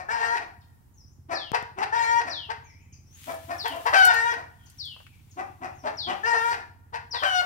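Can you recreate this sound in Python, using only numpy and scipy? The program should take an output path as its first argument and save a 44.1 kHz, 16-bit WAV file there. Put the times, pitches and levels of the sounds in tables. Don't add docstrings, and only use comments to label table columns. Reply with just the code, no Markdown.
import sys
import numpy as np
from scipy import signal
from scipy.fft import rfft, irfft, next_fast_len
from scipy.io import wavfile
from scipy.ndimage import uniform_filter1d

SR = 44100
rng = np.random.default_rng(int(sys.argv[2]) if len(sys.argv) > 2 else 0)


def dump(signal):
    limited = np.clip(np.atleast_2d(signal).T, -1, 1)
    pcm = np.round(limited * 32767).astype(np.int16)
    wavfile.write(sys.argv[1], SR, pcm)


def nominal_scale(level):
    x = np.asarray(level, float) / 20
    return 10 ** x


N = 328711


def shape(hz, points):
    f, db = np.transpose(points)
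    return nominal_scale(np.interp(np.log(np.maximum(hz, 1)), np.log(f), db))


def colour(x, points):
    size = next_fast_len(len(x))
    hz = np.arange(size // 2 + 1) * SR / size
    return irfft(rfft(x, size) * shape(hz, points), size)[:len(x)]


def unit(x):
    return x / np.sqrt(np.mean(x ** 2))


def add(out, x, s):
    early, i = max(-int(s * SR), 0), max(int(s * SR), 0)
    out[..., i:i + x.shape[-1] - early] += x[..., early:early + N - i]


def ring(x, hz, width_hz):
    return signal.lfilter(*signal.iirpeak(hz, hz / width_hz, SR), x)


def walk(rate_hz, size=N):
    k = int(SR / rate_hz)
    noise = rng.standard_normal(size + 2 * k)
    return unit(uniform_filter1d(uniform_filter1d(noise, k), k)[k:k + size])


def pulses(hz, jitter, scatter_db, weak):
    cycles = np.cumsum(hz) / SR
    count = int(cycles[-1]) + 2
    chance = rng.standard_normal((count, 2))
    due = np.cumsum(1 + jitter * chance[:, 0]) - 1
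    at = np.interp(due, cycles, np.arange(len(hz)), right=len(hz))
    size = nominal_scale(scatter_db * chance[:, 1]) * (1 - weak * (np.arange(count) % 2))
    out, whole = np.zeros(len(hz) + 2), at.astype(int)
    np.add.at(out, whole, size * (1 - at + whole))
    np.add.at(out, whole + 1, size * (at - whole))
    return out[:len(hz)]


def tract(x, modes):
    y = 0
    for k, (hz, width_hz, db) in enumerate(modes):
        y = y + (-1) ** k * nominal_scale(db) * ring(ring(x, hz, width_hz), hz, 1.66 * width_hz)
    return y / abs(y).max()


# (frequency [Hz], level [dB])
AIR_OUTLINE = [(87, -0.5), (195, -27.5), (256, -17.5), (439, -33), (840, -18), (1520, -26.5), (3620, -35),
               (16000, -30)]
AIR_DB = -69


def air():
    noise = np.array([colour(rng.standard_normal(N), AIR_OUTLINE) for _ in range(2)])
    high_pass = signal.butter(2, 150, "high", fs=SR, output="sos")
    return unit(signal.sosfilt(high_pass, noise)) * nominal_scale(AIR_DB + walk(2))


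def wind():
    gusts = rng.standard_normal((2, N)) + 0.79 * rng.standard_normal(N)
    band = signal.butter(2, [35, 150], "band", fs=SR, output="sos")
    return unit(signal.sosfilt(band, gusts)) * nominal_scale(np.array([[-59.5], [-57.5]]))


# (time [s], firing rate [1/s])
PUMP_RATE = [(0.0, 14.7), (1.91, 15.7), (2.34, 17.2), (7.45, 17.9)]
# (frequency [Hz], width [Hz], level [dB])
EXHAUST_MODES = [(50.4, 18, -36.5), (89.4, 17, 4.5), (132.3, 7.5, -3.5), (216, 170, -6)]
PUMP_DB = -54.5


def pump():
    rate_hz = np.interp(np.arange(N) / SR, *np.transpose(PUMP_RATE))
    fired = pulses(rate_hz, jitter=.07, scatter_db=2.5, weak=0)
    thump = 0
    for k, (hz, width_hz, db) in enumerate(EXHAUST_MODES):
        thump = thump + (-1) ** k * nominal_scale(db) * unit(ring(ring(fired, hz, width_hz), hz, 3.3 * width_hz))
    thump = signal.sosfilt(signal.butter(4, 280, fs=SR, output="sos"), thump)
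    mono = unit(thump) * nominal_scale(PUMP_DB + walk(2))
    return mono * nominal_scale(np.array([[-.8], [.8]]))


# (time [s], level [dB])
BRUSHING = [(3.001, -109), (3.131, -75), (3.2, -62.5), (3.31, -57), (3.38, -64), (4.03, -60), (4.33, -73),
            (4.46, -82), (4.841, -73), (5.64, -81.5), (6.35, -73), (6.5, -62), (6.66, -88.5), (7.019, -103),
            (7.2, -68), (7.45, -64)]
# (frequency [Hz], level [dB])
LEAF_OUTLINE = [(470, -67.5), (800, -19.5), (1850, -11.5), (2290, -10), (3300, -8.5), (4460, -14.5),
                (9940, -14.5), (16000, -15)]


def rustle():
    s, db = np.transpose(BRUSHING)
    grain_db = 6.5 * np.minimum(rng.exponential(size=N), 3.5)
    grains = rng.standard_normal((2, N)) * (1 + (rng.random(N) < .006) * nominal_scale(grain_db))
    hiss = np.array([unit(colour(g, LEAF_OUTLINE)) for g in grains]) * nominal_scale(np.array([[2.5], [-2.5]]))
    brushed_db = np.interp(np.arange(N) / SR, s, db, left=-110)
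    return hiss * nominal_scale(brushed_db + 10.5 + 0.6 * walk(26))


# (time [s], level [dB], frequency [Hz], left minus right [dB])
LEAF_TICKS = [(3.3433, -35.5, 10900, -4), (3.6795, -28.5, 14360, 6), (3.7229, -42, 9560, 0),
              (3.7618, -37, 13300, 3.5), (3.8646, -30, 8400, 6), (3.9894, -31.5, 8930, 12),
              (4.0512, -14, 9500, 13.5), (4.142, -26.5, 13480, 2), (4.6992, -42, 8940, -2),
              (4.8534, -39.5, 11500, -4), (5.027, -68, 9600, 0)]
LEAF_TAPS = [
    (4.67, -59, 948, -17),
    (4.964, -42, 810, -1),
    (5.002, -42, 881, 1),
    (5.066, -39, 1940, 6.5),
    (5.199, -56.5, 2100, 3),
    (6.747, -51.5, 904, 4),
]


def ticks_and_taps():
    out, t = np.zeros((2, N)), np.arange(int(0.028 * SR)) / SR
    decay = np.exp(-t / .003) + 0.27 * np.exp(-t / 0.037)
    for events, breadth in ((LEAF_TICKS, .9), (LEAF_TAPS, .75)):
        for s, db, hz, pan_db in events:
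            burst = rng.standard_normal((2, len(t))) * decay
            tick = ring(ring(burst, hz, breadth * hz), hz, 1.3 * breadth * hz)
            add(out, tick / abs(tick).max() * nominal_scale(db + np.array([[pan_db], [-pan_db]]) / 2), s)
    return out


# (time [s], level [dB], left minus right [dB])
KNOCKS = [
    (1.518, -14.5, 26),
    (1.627, -23.5, 15),
    (6.906, -56.5, 10),
]


def knocks():
    out, t = np.zeros((2, N)), np.arange(int(0.028 * SR)) / SR
    jolt = np.exp(-t / 0.00083) - 0.41 * np.exp(-t / 0.006) * np.sin(2 * np.pi * 95 * t)
    for s, db, pan_db in KNOCKS:
        add(out, jolt * nominal_scale(db + np.array([[0], [-pan_db]])), s)
    return out


# (frequency [Hz], left minus right [dB])
PORT_SHADE = [(60, -2), (250, 3.5), (1000, 6), (4000, 9), (15000, 8)]
# (delay [s], t60 [s], level [dB], treble edge [Hz])
NEAR_ECHOES = [(.002, 0.37, 2.5, 6170), (0.018, 0.6, -14.5, 4280), (.06, 1.6, -31.5, 2500),
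               (.33, 0.33, -41, 2500)]
DISTANT_ECHOES = [(.001, .35, 1.5, 9000), (0.035, 1.092, -8.5, 4690)]
LEFT_LEAD_S = .00037
ECHOES_ALIKE = 0.38


def orchard(x, direct_db, wet_db, echoes=NEAR_ECHOES):
    lead = round(LEFT_LEAD_S * SR)
    lift = [(f, db / 2) for f, db in PORT_SHADE]
    cut = [(f, -db / 2) for f, db in PORT_SHADE]
    direct = nominal_scale(direct_db) * np.array([colour(x, lift), colour(np.roll(x, lead), cut)])
    t, tail = np.arange(int(1.3 * SR)) / SR, 0
    for delay_s, t60_s, db, edge_hz in echoes:
        noise = signal.lfilter(*signal.butter(1, edge_hz, fs=SR), rng.standard_normal((2, len(t))))
        noise[1] = ECHOES_ALIKE * np.roll(noise[0], lead) + np.sqrt(1 - ECHOES_ALIKE ** 2) * noise[1]
        fading = noise * (t > delay_s) * nominal_scale(-60 * t / t60_s)
        tail = tail + nominal_scale(db) * fading / np.sqrt(np.sum(fading ** 2) / 2)
    tail = np.array([tail[0], colour(tail[1], cut)])
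    return direct + nominal_scale(wet_db) * signal.fftconvolve(x[None], tail, axes=1)[:, :N]


# (time [s], length [s], start [Hz], end [Hz], level [dB])
FAR_NOTES = [
    (0.609, 0.015, 5220, 2500, -61),
    (2.631, 0.11, 2470, 1973, -59.5),
    (2.757, 0.062, 2210, 2580, -64),
    (2.786, 0.057, 2850, 3190, -76),
    (2.85, 0.058, 2000, 2500, -69),
    (2.919, 0.011, 3280, 2250, -60),
    (3.038, 0.055, 5200, 5943, -64),
    (3.108, 0.055, 5990, 6900, -55),
    (4.58, 0.11, 3370, 2900, -67),
    (5.037, .12, 2700, 2195, -64.5),
]
# (time into it [s], length [s], start [Hz], end [Hz], level [dB])
PHRASE_NOTES = [
    (0, 0.091, 6670, 4755, -61),
    (.097, 0.043, 5100, 6100, -66),
    (.15, .055, 5620, 7300, -69),
]
CHIP_NOTES = [
    (0.0043, 0.016, 6900, 4230, -52),
]
PHRASE_STARTS_S = [.939, 2.635, 5.748]
CHIP_STARTS_S = [2.92, 4.652, 5.305]
FAR_BLUR_HZ = 350


def twitter():
    out, notes = np.zeros(N), list(FAR_NOTES)
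    for motif, starts in ((PHRASE_NOTES, PHRASE_STARTS_S), (CHIP_NOTES, CHIP_STARTS_S)):
        notes += [(start + s, *note) for start in starts for s, *note in motif]
    for s, length_s, start_hz, end_hz, db in notes:
        count = int(length_s * SR)
        hz = np.linspace(start_hz, end_hz, count)
        frayed = np.hanning(count) ** 0.069 * (0.37 + walk(FAR_BLUR_HZ, size=count))
        add(out, nominal_scale(db) * frayed * np.sin(2 * np.pi * np.cumsum(hz) / SR), s)
    return out


# (time [s], peak level [dB], start [Hz])
FALLING_WHISTLES = [
    (1.332, -36.5, 6380),
    (2.293, -36.5, 6250),
    (3.58, -36.5, 6030),
    (4.78, -36.5, 6120),
    (5.968, -35.5, 6100),
    (7.107, -34.5, 6110),
]
WHISTLE_END_HZ, WHISTLE_S = 2490, .185


def whistles():
    out, t = np.zeros(N), np.arange(int(WHISTLE_S * SR)) / SR
    fall = 0.67 * np.exp(-(t / 0.029) ** 1.2) + .33 * (1 - t / WHISTLE_S) ** .8
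    edge = np.clip(np.minimum(t / 0.025, (WHISTLE_S - t) / 0.042), 0, 1)
    for s, db, start_hz in FALLING_WHISTLES:
        hz = WHISTLE_END_HZ + (start_hz - WHISTLE_END_HZ) * fall
        loud = nominal_scale(db - 98 * t + 2 * walk(58, size=len(t))) * edge
        add(out, np.sqrt(2) * loud * np.sin(2 * np.pi * np.cumsum(hz) / SR), s)
    return out


THROAT_WIDTH_HZ = 458
UNEVEN, AIRY = .12, .6


def clucks(calls, rough, bill, neck_hz, neck_db, crop_hz, crop_db, open_s):
    out, t = np.zeros(N), np.arange(int(.25 * SR)) / SR
    usual_hz = np.mean([call[2] for call in calls])
    opening = 1 - np.exp(-(t / open_s) ** 2)
    for s, db, throat_hz, beak_db, length_s in calls:
        hz = throat_hz / 2 * (1 - .3 * np.exp(-1.7 * t / open_s))
        buzz = unit(pulses(hz, UNEVEN * rough, 6 * rough, 0.51 * rough))
        source = buzz + AIRY * rough * rng.standard_normal(len(t))
        source = source / (1 + np.exp((t - length_s) / .011))
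        throat_modes = [(throat_hz, THROAT_WIDTH_HZ, .1), (neck_hz, 200, neck_db)]
        beak_modes = [(f * throat_hz / usual_hz, width_hz, g) for f, width_hz, g in bill]
        throat = tract(source * opening ** 2, throat_modes)
        crop = tract(source * opening * np.exp(-t / 0.045), [(crop_hz, 140, .1)])
        beak = tract(source * opening ** 7, beak_modes)
        call = throat + nominal_scale(crop_db) * crop + nominal_scale(beak_db + 3.5) * beak
        add(out, nominal_scale(db) * call, s - .6 * open_s)
    return out


def at_low_squawks(sound, shift_s, end):
    return [(call[end][0] + shift_s, *sound) for call in LOW_SQUAWKS]


# (time [s], peak level [dB], throat [Hz], beak against throat [dB], length [s])
DEEP_CALLS = [(-.045, -27, 715, -10, 0.067), (1.291, -27.5, 709, -6.5, 0.06),
              (1.767, -27, 797.5, -12, 0.057), (2.255, -33, 699.6, -5, 0.04),
              (3.268, -30, 677.6, -12.5, 0.053), (3.484, -29.5, 702.3, -10.5, 0.053),
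              (3.704, -31, 667, -24, 0.087), (5.367, -29, 762, -14.5, 0.056),
              (5.609, -29.5, 761, -13.5, 0.068), (5.837, -29, 659, -12, 0.033),
              (6.067, -25, 756.4, -12.5, 0.074)]
# (peak level [dB], throat [Hz], beak against throat [dB], length [s])
GRUNT_SOUND = (-38, 711, -10, 0.03)
# (frequency [Hz], width [Hz], level [dB])
DEEP_BILL = [(1110, 270, -8), (1380, 620, -8), (1790, 144, 7.5), (2420, 425, -5.5), (4680, 1600, -13),
             (9500, 8000, -33)]
DEEP_ROUGH, GRUNT_S = .52, .035


def deep_clucks():
    calls = DEEP_CALLS + at_low_squawks(GRUNT_SOUND, GRUNT_S, end=-1)
    return clucks(calls, DEEP_ROUGH, DEEP_BILL, neck_hz=850, neck_db=-14, crop_hz=277, crop_db=-12.5,
                  open_s=.024)


# (time [s], peak level [dB], throat [Hz], beak against throat [dB], length [s])
SHARP_CALLS = [(.212, -27, 925.6, -9, 0.06), (1.532, -18, 942, -6.5, 0.014),
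               (1.812, -23, 912, -4.5, 0.0086), (2.49, -26.5, 945, -6.5, 0.018),
               (3.642, -23.5, 935, -5, 0.024), (3.852, -19, 968, -6.5, 0.037), (4.094, -28, 915, -1, 0.052),
               (5.856, -27, 877.6, -8, 0.037), (6.325, -21.5, 933.3, -12, 0.034),
               (6.925, -29, 936, -5, 0.051), (7.131, -26.5, 944, -6.5, 0.048)]
VOICE_CRACKS = [
    (3.925, -16, 1289, -2.5, 0.038),
    (7.217, -22, 1186, -1, 0.043),
    (7.408, -28, 1258, -23, 0.018),
]
# (peak level [dB], throat [Hz], beak against throat [dB], length [s])
OPENING_SOUND = (-29, 914, -5, 0.16)
CLOSING_SOUND = (-28.5, 919.5, -1.5, 0.02)
# (frequency [Hz], width [Hz], level [dB])
SHARP_BILL = [(1495, 288, 5.5), (1898, 457, -2.5), (2500, 500, -3.5), (4630, 1730, -14), (9500, 6000, -30)]
SHARP_ROUGH, CRACK_ROUGH = .45, .8
OPENS_S, CLOSES_S = -.003, -.014


def sharp_clucks():
    calls = SHARP_CALLS + at_low_squawks(OPENING_SOUND, OPENS_S, end=0)
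    closes = at_low_squawks(CLOSING_SOUND, CLOSES_S, end=-1)
    sharp = clucks(calls, SHARP_ROUGH, SHARP_BILL, neck_hz=690, neck_db=-3, crop_hz=484, crop_db=-16,
                   open_s=.016)
    closing = clucks(closes, CRACK_ROUGH, SHARP_BILL, neck_hz=710, neck_db=-4.5, crop_hz=470, crop_db=-13.5,
                     open_s=.016)
    cracks = clucks(VOICE_CRACKS, CRACK_ROUGH, SHARP_BILL, neck_hz=704, neck_db=0, crop_hz=400,
                    crop_db=-23.5, open_s=.015)
    return sharp + closing + cracks


STRONG_PARTIALS = (1, 2, 4)


def squawks(calls, voices, partials, beak, tremble, breath_db):
    out = np.zeros(N)
    for call, (half, first_db, fourth_db) in zip(calls, voices):
        s, *columns = np.transpose(call)
        t = np.arange(s[0], s[-1], 1 / SR)
        size = len(t)
        hz, effort_db, open_db = (np.interp(t, s, c) for c in columns)
        *strong_db, top_db = (effort_db + db + share * open_db for db, share in partials)
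        strong_db[0] = strong_db[0] + first_db
        strong_db[-1] = strong_db[-1] + fourth_db
        phase = 2 * np.pi * np.cumsum(hz * (1 + tremble * walk(360, size=size))) / SR
        low, top = 0, 0
        for k in np.arange(.5, 15500 / hz.max(), .5):
            waver = nominal_scale(0.51 * min(k + 3, 11) * walk(27, size=size))
            line = shape(k * hz, beak) * np.sin(k * phase + 6 * rng.random()) * waver
            if k % 1:
                line = line * half
            if k in STRONG_PARTIALS:
                level_db = strong_db[STRONG_PARTIALS.index(k)] + 2 * walk(27, size=size)
                low = low + np.sqrt(2) * nominal_scale(level_db) * np.sin(k * phase)
            elif k < STRONG_PARTIALS[-1]:
                low = low + line * nominal_scale(np.mean(strong_db, axis=0) + 1.5)
            else:
                top = top + line
        breath = unit(colour(np.diff(rng.standard_normal(size + 1)), beak)) * nominal_scale(top_db + breath_db)
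        top = np.clip((t - s[0]) / .04, .2, 1) * unit(top) * nominal_scale(top_db + 0.5)
        edge = np.clip(np.minimum(t - s[0], s[-1] - t) / 0.0069, 0, 1)
        add(out, edge * (low + top + breath), s[0])
    return out


# (time [s], pitch [Hz], effort [dB], beak opening [dB])
HIGH_SQUAWKS = [
    [(3.94, 830.6, -32, 1), (3.968, 773.2, -22, 4.5), (4.005, 764, -25.5, 5), (4.04, 733, -33.5, 17),
     (4.09, 736, -34, 12.5), (4.12, 690, -30.5, 2.5)],
    [(7.248, 805, -36, 11), (7.276, 761, -30.5, 1.5), (7.324, 735, -36, 2), (7.356, 733, -29.5, 5),
     (7.41, 721.1, -26.5, -6.5), (7.435, 741, -45, -5)],
]
# (half-pitch lines [0-1], first partial lift [dB], fourth partial lift [dB])
HIGH_VOICES = [
    (.02, -1, -3),
    (.02, -.1, 6.5),
]
# (level above effort [dB], share of beak opening [0-1])
HIGH_MIX = [(0.4, .01), (2, 0.93), (-14, 0.77), (-13.5, 0.49)]
# (frequency [Hz], level [dB])
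HIGH_OUTLINE = [(370, -8.5), (1100, -8.5), (2200, -10), (2950, -6.5), (3700, -12.5), (5200, -16),
                (7000, -25.5), (15500, -45)]


def high_hen():
    return squawks(HIGH_SQUAWKS, HIGH_VOICES, HIGH_MIX, HIGH_OUTLINE, tremble=0.0067, breath_db=-2.5)


# (time [s], pitch [Hz], effort [dB], beak opening [dB])
LOW_SQUAWKS = [
    [(.085, 419.3, -36, 12), (.125, 468.5, -28, -12), (.185, 459, -39, -3), (.245, 460.6, -29.5, 1.5),
     (.3, 462, -33.5, -2), (.345, 475.2, -31, -6), (.364, 475, -34, 5)],
    [(1.922, 429.4, -28.5, -3.5), (1.955, 475.2, -29, -8), (2.02, 460, -28.5, -6.5),
     (2.076, 461.7, -29, -1.5), (2.15, 468, -26, -12), (2.208, 475, -29.5, 0.5)],
    [(4.056, 484.4, -38, -4), (4.1, 464.2, -33.5, 0.5), (4.165, 456, -35, 13), (4.23, 463, -33.5, 4.5),
     (4.29, 476, -27.5, -7.5), (4.33, 473, -31.5, 4)],
    [(6.232, 429.8, -39.5, 11), (6.28, 475.7, -28, -8), (6.325, 463.2, -33.5, 3), (6.388, 451, -33.5, 6.5),
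     (6.46, 469.3, -29, -10.5), (6.53, 473.5, -28, -8.5)],
]
# (half-pitch lines [0-1], first partial lift [dB], fourth partial lift [dB])
LOW_VOICES = [
    (0.58, -1, 1.05),
    (0.2, -7, 1.1),
    (0.15, -0.5, .1),
    (0.18, 3, 1.39),
]
# (level above effort [dB], share of beak opening [0-1])
LOW_MIX = [(-17.5, .05), (0, 0), (-1.5, 1), (-11, 0.33)]
# (frequency [Hz], level [dB])
LOW_OUTLINE = [(230, -24), (700, 2), (1150, -7.5), (1500, 5.5), (2300, -4), (3500, -19), (5000, -14),
               (15500, -43.5)]


def low_hen():
    return squawks(LOW_SQUAWKS, LOW_VOICES, LOW_MIX, LOW_OUTLINE, tremble=0.0044, breath_db=-9.5)


def scene():
    background = air() + wind() + pump()
    handling = rustle() + ticks_and_taps() + knocks()
    birds = orchard(twitter(), direct_db=-12, wet_db=-0.085, echoes=DISTANT_ECHOES)
    birds = birds + orchard(whistles(), direct_db=0.36, wet_db=-0.39)
    hens = orchard(deep_clucks(), direct_db=4.6, wet_db=1.6)
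    hens = hens + orchard(sharp_clucks(), direct_db=4.3, wet_db=-2.56)
    hens = hens + orchard(high_hen() + low_hen(), direct_db=1.39, wet_db=-7.5)
    return background + handling + birds + hens


def band_limit(x):
    return signal.sosfilt(signal.butter(12, 16500, fs=SR, output="sos"), x)


def record(dry):
    rounded = np.tanh(dry)
    top_cut = signal.ellip(8, .2, 60, 15700, fs=SR, output="sos")
    return band_limit(signal.sosfilt(top_cut, rounded))


dry = scene()
out = record(dry)
dump(out)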